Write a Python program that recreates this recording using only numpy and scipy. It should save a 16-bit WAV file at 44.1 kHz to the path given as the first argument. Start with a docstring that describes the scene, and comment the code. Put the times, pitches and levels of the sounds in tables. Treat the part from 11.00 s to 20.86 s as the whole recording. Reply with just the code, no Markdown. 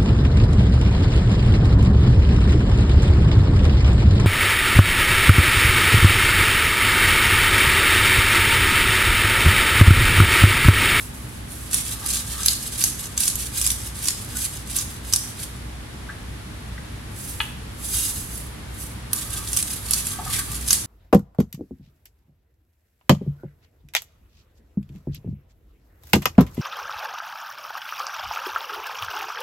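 """In a tiled kitchen, a fish is scaled on a cutting board on a steel counter, with a thin plastic bag around it.
The bag swishes in dense tiny creases; each scraper stroke rasps in ticks and flicks scales loose with sharp snaps.
Dragging, bumps and wet squelches sound with the board. In a pause the tool is put down, ringing its modes,
and the bag is pulled over the fish; then the scraping goes on under it. Machines hum throughout,
as wavering tones over filtered noise."""
import sys
import numpy as np
from scipy import signal
from scipy.fft import rfft, irfft, next_fast_len
from scipy.io import wavfile

SR = 44100
rng = np.random.default_rng(int(sys.argv[2]) if len(sys.argv) > 2 else 0)


def wav_out(sig):
    """Save sig, one row per channel (or a flat mono array), as 16-bit PCM at SR to the path in sys.argv[1]."""
    wavfile.write(sys.argv[1], SR, np.round(np.clip(np.atleast_2d(sig).T, -1, 1) * 32767).astype(np.int16))


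N = 434826
TIME = np.arange(N) / SR

# The scraper bears down and drags, and the board answers hollowly.
# Each row: start in seconds, length held in seconds, relative level in dB.
DRAGS = [(0.72, 0.056, -54), (0.87, 0.46, -53.5), (1.03, 0.017, -47), (1.34, 0.13, -49), (1.62, 2.85, -62),
         (8.17, 0.072, -51.5), (8.34, 0.046, -47), (8.58, 0.83, -52.5), (9.27, 0.11, -44.5),
         (9.48, 0.058, -48)]


def from_db(db):
    """Decibels to gain."""
    return 10 ** (np.asarray(db) / 20)


def rms_one(x):
    """Scale to unit power."""
    return x / np.sqrt(np.mean(x ** 2) + 1e-20)


def at_hz(points, hz):
    """Read a spectrum on a log-frequency axis."""
    known, value = np.transpose(points)
    return np.interp(np.log(hz + 1), np.log(known), value)


def response(points, size=8192):
    """Causal (minimum-phase) impulse response of a spectrum in dB, by folding its cepstrum."""
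    hz = np.fft.rfftfreq(size, 1 / SR)
    cepstrum = irfft(np.log(from_db(at_hz(points, hz))))
    cepstrum[1:size // 2] *= 2
    cepstrum[size // 2 + 1:] = 0
    return irfft(np.exp(rfft(cepstrum)))


def convolve(x, impulse):
    """Pass a sound through an impulse response."""
    return signal.oaconvolve(x, impulse)[:N]


def colour(x, points):
    """Shape a white sound, keeping its power."""
    impulse = response(points)
    return convolve(x, impulse / np.linalg.norm(impulse))


def with_body(x, gain):
    """Raise or lower the body of a sound, leaving its top."""
    body = signal.lfilter(*signal.butter(1, 5960, fs=SR), x)
    return x + (gain - 1) * body


def drift(rate_hz):
    """Slow random wander of spread 1."""
    hz = np.fft.rfftfreq(N // 20, 20 / SR)
    slow = irfft(rfft(rng.standard_normal(N // 20)) / (1 + (hz / rate_hz) ** 2))
    return np.interp(np.arange(N) / 20, np.arange(len(slow)), rms_one(slow))


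def resonate(x, hz, width_hz):
    """One resonance with steep skirts, from the same peak filter twice; rms 1."""
    b, a = signal.iirpeak(hz, hz / width_hz, fs=SR)
    once = signal.lfilter(b, a, x)
    return rms_one(signal.lfilter(b, a, once))


def add(track, s, sound):
    """Mix a short sound in at a time in seconds."""
    part = track[max(round(s * SR), 0):][:len(sound)]
    part += sound[:len(part)]


def grains(per_s, spread_db):
    """Tiny clicks of uneven size at random moments; their power is 1 at any rate."""
    chance = np.clip(per_s / SR, 1e-4, 1)
    sizes = from_db(spread_db * np.minimum(rng.exponential(1, N), 4))
    clicks = (rng.random(N) < chance) * sizes * rng.choice([-1, 1], N)
    return rms_one(clicks / np.sqrt(chance))


def swells(rows, attack_s, release_s):
    """Gain of a series of hand movements (start, length, dB): each grows, holds and dies away."""
    t = TIME[::32]
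    each = []
    for s, length, db in rows:
        before, after = np.maximum(s - t, 0), np.maximum(t - s - length, 0)
        each.append(from_db(db) * np.exp(-before / attack_s - after / release_s))
    return np.interp(TIME, t, np.max(each, axis=0))


def dragging():
    """Strength of the scraper's drag over the board."""
    return swells(DRAGS, attack_s=0.037, release_s=0.059)


def ringing(modes):
    """Decaying sines that a body rings with after one click; modes are (Hz, dB, t60 in seconds)."""
    t = TIME[:SR // 3]
    out = np.zeros(len(t))
    for k, (hz, db, t60) in enumerate(modes):
        out += (-1) ** k * from_db(db - 60 * t / t60) * np.sin(2 * np.pi * hz * t)
    return out


def board(favoured_hz):
    """The board's ring; the place and hardness of a contact favour the modes near one pitch."""
    # The board on the steel counter.
    # Each row: mode in Hz, level in dB before the favouring, decay by 60 dB in seconds.
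    modes = [(757, 1, 0.029), (885, 0, 0.036), (1150, -1.5, 0.044), (1283, -3, 0.036), (1591, 1, .04),
             (1733, 0, 0.033), (1974, 1.5, .03), (3600, 6, 0.0092)]
    fall_db_per_octave = 21
    favoured = []
    for hz, db, t60 in modes:
        octaves_away = abs(np.log2(hz / favoured_hz))
        favoured.append((hz, db - fall_db_per_octave * octaves_away, t60))
    return ringing(favoured)


def machines(rumble_db, air_db, steady_db, spacing_m):
    """Fans and compressors: steady and wavering hum over diffuse rumble and air noise."""
    # Motor hum. Each row: pitch in Hz, rms level in dB, width of its wavering in Hz.
    hum_tones = [(60.8, -41.5, 4.9), (244.8, -53, 3.1), (305.6, -54, 9.2), (863, -65.5, 6.2),
                 (1140, -67.5, 6.1)]
    # Low machine rumble. Each row: frequency in Hz, relative level in dB.
    rumble_colour = [(20, -27), (32, -14), (42, -5), (75, -3), (105, 2), (150, -6), (200, -7), (300, -14.5),
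                     (400, -18.5), (550, -39), (1500, -91.5)]
    # Kitchen air noise. Each row: frequency in Hz, relative level in dB.
    air_colour = [(240, -19.5), (400, -2), (637, -4.5), (855, -4), (1340, -5.5), (1880, -5.5), (2610, -9),
                  (3610, -10), (6310, -16.5), (10700, -16), (14800, -32.5)]
    hum = from_db(steady_db) * np.sin(2 * np.pi * hum_tones[0][0] * TIME)
    for hz, db, width in hum_tones:
        phase = 2 * np.pi * hz * TIME
        hum = hum + from_db(db) * (drift(width) * np.cos(phase) + drift(width) * np.sin(phase))
    spectra = []
    for low, high in rng.standard_normal((2, 2, N)):
        rumble = from_db(rumble_db) * colour(low, rumble_colour)
        air = from_db(air_db) * colour(high, air_colour)
        spectra.append(rfft(rumble + air, next_fast_len(N)))
    mid, side = spectra
    # two spaced microphones agree only on waves longer than their spacing; sound travels 343 m/s
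    alike = np.sinc(2 * np.linspace(0, SR / 2, len(mid)) * spacing_m / 343)
    shared, opposed = mid * np.sqrt((1 + alike) / 2), side * np.sqrt((1 - alike) / 2)
    return hum + irfft(shared + opposed * [[1], [-1]])[:, :N]


def bag(level_db, crumple_db):
    """Thin film slides in a fine, dense swish of creases; a light touch only hisses, a firm pull adds body."""
    # The bag is touched, pulled over the fish, let go, straightened, then brushed by the hand inside.
    # Each row: start in seconds, length held in seconds, rustle in dB before level_db.
    touches = [(0.0, 0.015, -35.5), (0.15, 0.23, -45), (0.52, 0.097, -38.5), (6.19, 0.13, -35.5),
               (6.36, 0.057, -39), (6.845, 0.04, -31), (6.93, 0.125, -24.5), (7.16, 0.02, -28.5),
               (7.32, 0.065, -35), (7.795, 0.032, -35.5), (8.22, 1.3, -39.5)]
    # Rustling film. Each row: frequency in Hz, relative level in dB.
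    film_colour = [(530, -47), (900, -15.5), (2500, -13.5), (2890, -6.5), (5280, -4.5), (10500, 2.5),
                   (15100, -14)]
    rustle = swells(touches, attack_s=0.041, release_s=0.065)
    pull = np.sqrt(rustle / rustle.max())
    creases = grains(30000 * pull, spread_db=1.0)  # per second at the firmest pull
    crumpling = rms_one(from_db(crumple_db * drift(40)))
    swish = colour(creases * crumpling * rustle, film_colour)
    return from_db(level_db) * with_body(swish, pull)


def effort():
    """Strength of the rasp: in every stroke the edge settles, pushes, and slides back lightly."""
    # The edge settles on the skin, pushes against the scales, then slides back.
    # Each row: start of the push in seconds, its length in seconds, push in dB, settling in dB,
    # pause before the return in seconds, return in dB; all levels relative.
    strokes = [(0.737, 0.049, -25.5, -43, 0.076, -33), (1.074, 0.11, -27, -37.5, 0.082, -35.5),
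               (1.457, 0.069, -27.5, -35, 0.079, -34), (1.796, 0.073, -26, -37, 0.12, -34),
               (2.204, 0.081, -25, -43.5, 0.11, -32.5), (2.57, 0.13, -26.5, -42.5, 0.095, -35.5),
               (3.042, 0.043, -26.5, -36.5, 0.087, -41), (3.371, 0.082, -29, -39.5, 0.069, -39.5),
               (3.774, 0.015, -26, -34, 0.091, -41.5), (4.129, 0.013, -31, -37.5, 0.088, -37),
               (4.395, 0.039, -34, -46.5, 0.1, -52.5), (8.162, 0.049, -32, -62, 0.11, -32),
               (8.541, 0.054, -28, -33, 0.085, -32), (8.926, 0.052, -25, -33.5, 0.078, -32),
               (9.335, 0.054, -26, -34.5, 0.12, -34.5), (9.683, 0.055, -24.5, -35, 0.046, -42)]
    settle_s, return_s = 0.074, 0.07
    moves = []
    for s, length, db, settle_db, pause, return_db in strokes:
        moves.append((s - settle_s, settle_s, settle_db))
        moves.append((s, length, db))
        moves.append((s + length + pause, return_s, return_db))
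    return swells(moves, attack_s=0.0212, release_s=0.026)


def scraping(rasp_db, skin_db, per_s, catch_db, press_db, waver_db):
    """The edge ticks over rows of scales, faster as it presses harder, and catches unevenly, duller or brighter."""
    # Rasp on the scales. Each row: frequency in Hz, relative level in dB.
    rasp_colour = [(1500, -28.5), (3000, -8.5), (4500, -4.5), (7000, -1.5), (9000, 2.5), (11000, 0),
                   (13000, -8.5), (16000, -18)]
    # Rub on the wet skin. Each row: frequency in Hz, relative level in dB.
    skin_colour = [(400, -29), (800, -14), (1300, -18), (1600, 1), (2500, -0.5), (3500, 5.5), (5000, 5),
                   (8000, -31)]
    rasp, drag = effort(), dragging()
    # light strokes mostly rub the skin, and so do those that bear down on the board
    skin = rasp ** 0.71 * (1 + from_db(press_db) * drag / drag.max())
    catching = rms_one(from_db(catch_db * np.tanh(drift(38))))
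    # from 0.18 to 1.18 times per_s
    ticks = grains(per_s * (0.18 + np.sqrt(rasp / rasp.max())), spread_db=1.0)
    body_gain = from_db(waver_db * np.tanh(drift(8.7)))
    bright = with_body(colour(ticks * rasp * catching, rasp_colour), body_gain)
    rub = .5 * ticks + grains(1500, spread_db=0.5)
    dull = colour(rub * skin * catching, skin_colour)
    return from_db(rasp_db) * bright + from_db(skin_db) * dull


def rubbing(board_hz, drag_db, squelch_db, thud_db):
    """Uneven friction rings the board and rocks it on the counter; wet skin slips in short pitched bursts."""
    # Wet skin squelches under the grip.
    # Each row: start in seconds, level in dB before squelch_db, pitch in Hz, length in seconds.
    squelches = [(1.015, -49, 890, 0.056), (3.347, -46, 1420, 0.032), (9.316, -40, 2050, 0.074)]
    drag, ring = dragging(), board(board_hz)
    gripping = rms_one(from_db(5 * np.tanh(drift(10))))
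    friction = drag * gripping * grains(1500, spread_db=0.5)
    out = from_db(drag_db) * convolve(friction, ring / np.linalg.norm(ring))
    rocking = resonate(rng.standard_normal(N), hz=94, width_hz=113)
    out += from_db(thud_db) * (drag / drag.max()) ** 2 * rocking
    for s, db, hz, length in squelches:
        swell = np.hanning(round(length * SR))
        slip = rms_one(swell * resonate(rng.standard_normal(len(swell)), hz, .2 * hz))
        add(out, s, from_db(db + squelch_db) * slip)
    return out


def snaps(rows, level_db):
    """A scale lets go with one crack, coloured by its own pitch, and flutters for a moment."""
    # Snapping scales. Each row: frequency in Hz, relative level in dB.
    snap_colour = [(300, -41), (1000, -15), (2400, -12), (4000, -6), (7000, -3), (9000, -2.5), (11000, -2),
                   (13000, -12), (16000, -20.5)]
    flutter, flutter_s = 0.2, 0.0014  # strength against the crack, and decay time constant
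    ring_db, ring_q = 8, 2.6  # how far the pitch stands out of the crack, and how narrowly
    t, out = TIME[:512], np.zeros(N)
    shape = response(snap_colour)[:len(t)]
    for s, peak_db, hz in rows:
        force = flutter * rng.standard_normal(len(t)) * np.exp(-t / flutter_s)
        force[0] = 1
        crack = np.convolve(force, shape)
        pitched = signal.lfilter(*signal.iirpeak(hz, ring_q, fs=SR), crack)
        crack = crack + (from_db(ring_db) - 1) * pitched
        add(out, s + .0015, from_db(peak_db + level_db) * crack / np.abs(crack).max())
    return out


def big_snaps(level_db):
    """Big scales snap loose at set moments."""
    # Each row: time in seconds (the crack starts 1.5 ms later), peak in dB before level_db, scale pitch in Hz.
    big_scales = [(0.7305, -6, 7560), (0.742, -5, 10000), (1.0605, -12.5, 11000), (1.103, -9.5, 4450),
                  (1.134, -9.5, 6500), (1.1684, -14, 6000), (1.4308, -11.5, 6500), (1.4589, 0, 11400),
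                  (1.4819, -0.5, 4700), (1.5312, -11.5, 9000), (1.8228, -11, 4800), (1.838, -0.5, 7500),
                  (2.176, -5.5, 6500), (2.204, -8, 10400), (2.2336, -9, 5500), (2.278, -1.5, 9500),
                  (2.354, -11, 11000), (2.613, -6.5, 9030), (2.6638, -3.5, 8500), (2.673, -4.5, 9460),
                  (2.7018, -6, 4500), (2.7148, -11, 10500), (3.055, -11, 9000), (3.083, -4, 6500),
                  (3.1046, -11, 6990), (3.368, -13, 10550), (3.7638, -7.5, 10940), (4.125, -8.5, 5000),
                  (4.1343, 0, 6500), (4.1595, -5.5, 10000), (8.1306, -5.5, 11000), (8.53, -8.5, 8020),
                  (8.5645, -8, 9000), (8.5705, -1.5, 9500), (8.6251, -9.5, 8500), (8.9078, -6.5, 10500),
                  (8.9334, -2.5, 5550), (9.0676, -12, 10000), (9.7054, -1, 6000), (9.7286, -0.5, 7500)]
    return snaps(big_scales, level_db)


def small_snaps(level_db, per_s, spread_db):
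    """Small scales flick off at random, more often and louder under a hard push, each at its own pitch."""
    rasp = effort()
    push = rasp / rasp.max()
    loose = rng.random(N) < per_s / SR * push
    size, pitch = rng.random((loose.sum(), 2)).T
    peak_db = spread_db * size ** 2 + 20 * np.log10(push[loose])
    return snaps(zip(TIME[loose], peak_db, 4500 + 7000 * pitch), level_db)


def bumps(level_db):
    """Soft, rough contacts of fish and scraper, as fading noise, ring the board and die out."""
    # Fish and scraper bump the board and judder over it.
    # Each row: start in seconds, peak in dB before level_db, favoured pitch in Hz, length in seconds.
    contacts = [(5.088, -33, 1580, 0.025), (5.778, -32.5, 1900, 0.00077), (9.185, -28.5, 814, 0.06),
                (9.255, -34.5, 846, 0.03), (9.27, -30.5, 1040, 0.0093), (9.382, -31, 1630, 0.045),
                (9.704, -25.5, 1512, 0.00093)]
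    out = np.zeros(N)
    for s, db, hz, length in contacts:
        fade = np.linspace(1, 0, round(length * SR))
        ring = signal.fftconvolve(fade * rng.standard_normal(len(fade)), board(hz))
        add(out, s, from_db(db + level_db) * ring / np.abs(ring).max())
    return out


def knocks(level_db, wash_db, wash_hz, wash_width_hz, wash_t60_s):
    """Each contact rings the tool's modes, and a narrow metallic shimmer lingers."""
    # The tool is put down and bounces. Each row: start in seconds, level in dB before level_db.
    contacts = [(6.403, -9), (6.4125, -17.5)]
    # Tool on the board. Each row: mode in Hz, relative level in dB, decay by 60 dB in seconds.
    tool_modes = [(906, -11.5, 0.028), (1320, -10, 0.02), (1705, -13, 0.045), (1990, -8.5, 0.018),
                  (2540, -3, 0.011), (2970, -6, 0.02), (3390, -4.5, 0.015), (4350, -7.5, 0.0053)]
    out, ring = np.zeros(N), ringing(tool_modes)
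    t = TIME[:len(ring)]
    shimmer = resonate(rng.standard_normal(len(t)), wash_hz, wash_width_hz)
    ring = ring + from_db(wash_db - 60 * t / wash_t60_s) * shimmer
    for s, db in contacts:
        add(out, s, from_db(db + level_db) * ring)
    return out


def kitchen(x, room_db):
    """Direct sound, quick echoes from counter and board, then the tiled room; paths wander as the hands move."""
    # Hard surfaces near the board.
    # Each row: left and right delay in seconds before the wander, gain.
    echoes = [(.00248, 0.00256, 0.72), (0.00066, 0.00081, 0.32), (0.0033, 0.0071, 0.45)]
    room_t60_s = 0.5
    t, out = TIME[:SR // 3], np.zeros((2, N))
    place = drift(2)
    # two room responses share the sound as the place wanders
    shares = (x * np.cos(2 * place), x * np.sin(2 * place))
    for ear in range(2):
        for echo in echoes:
            delay = (echo[ear] * SR * (1 + .05 * place)).astype(int)
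            out[ear] += echo[2] * x.take(np.arange(N) - delay, mode="clip")
        for share in shares:
            onset = 1 - np.exp(-t / 0.00042)
            tail = rng.standard_normal(len(t)) * from_db(-60 * t / room_t60_s) * onset
            out[ear] += from_db(room_db) * convolve(share, tail / np.linalg.norm(tail))
    return x + out


def scene():
    """All work on the board sounds into the kitchen, over the machines."""
    hum = machines(rumble_db=-37.5, air_db=-42.0, steady_db=-40.0, spacing_m=0.32)
    film = bag(level_db=-2.0, crumple_db=1.7)
    scrape = scraping(rasp_db=-2.0, skin_db=-22.5, per_s=1500, catch_db=4.5, press_db=-2.5, waver_db=3.5)
    rub = rubbing(board_hz=1222, drag_db=-0.5, squelch_db=-1.5, thud_db=-40.0)
    cracks = big_snaps(level_db=2.5) + small_snaps(level_db=-17.0, per_s=110, spread_db=9.5)
    bumping = bumps(level_db=2.5)
    put_down = knocks(level_db=-2.5, wash_db=-32.5, wash_hz=2830, wash_width_hz=650, wash_t60_s=0.65)
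    bright = kitchen(scrape + film + cracks, room_db=-3.5)
    dull = kitchen(rub + bumping + put_down, room_db=-3.5)
    return bright + dull + hum


def record(dry):
    """Each microphone has its own treble; peaks clip and the top is cut."""
    # The right microphone is the brighter one. Each row: frequency in Hz, left minus right in dB.
    balance = [(200, -0.5), (700, 1.5), (2500, 0.5), (5000, 1), (8500, 0.5), (10800, -8.5), (12300, -10.5),
               (14000, 0.5)]
    ears = []
    for x, side in zip(dry, (1, -1)):
        tilt = [(hz, side * db / 2) for hz, db in balance]
        ears.append(convolve(x, response(tilt)))
    low_pass = signal.ellip(12, .1, 80, 15800, fs=SR, output="sos")
    return signal.sosfilt(low_pass, np.clip(ears, -1, 1))


dry = scene()
out = record(dry)
wav_out(out)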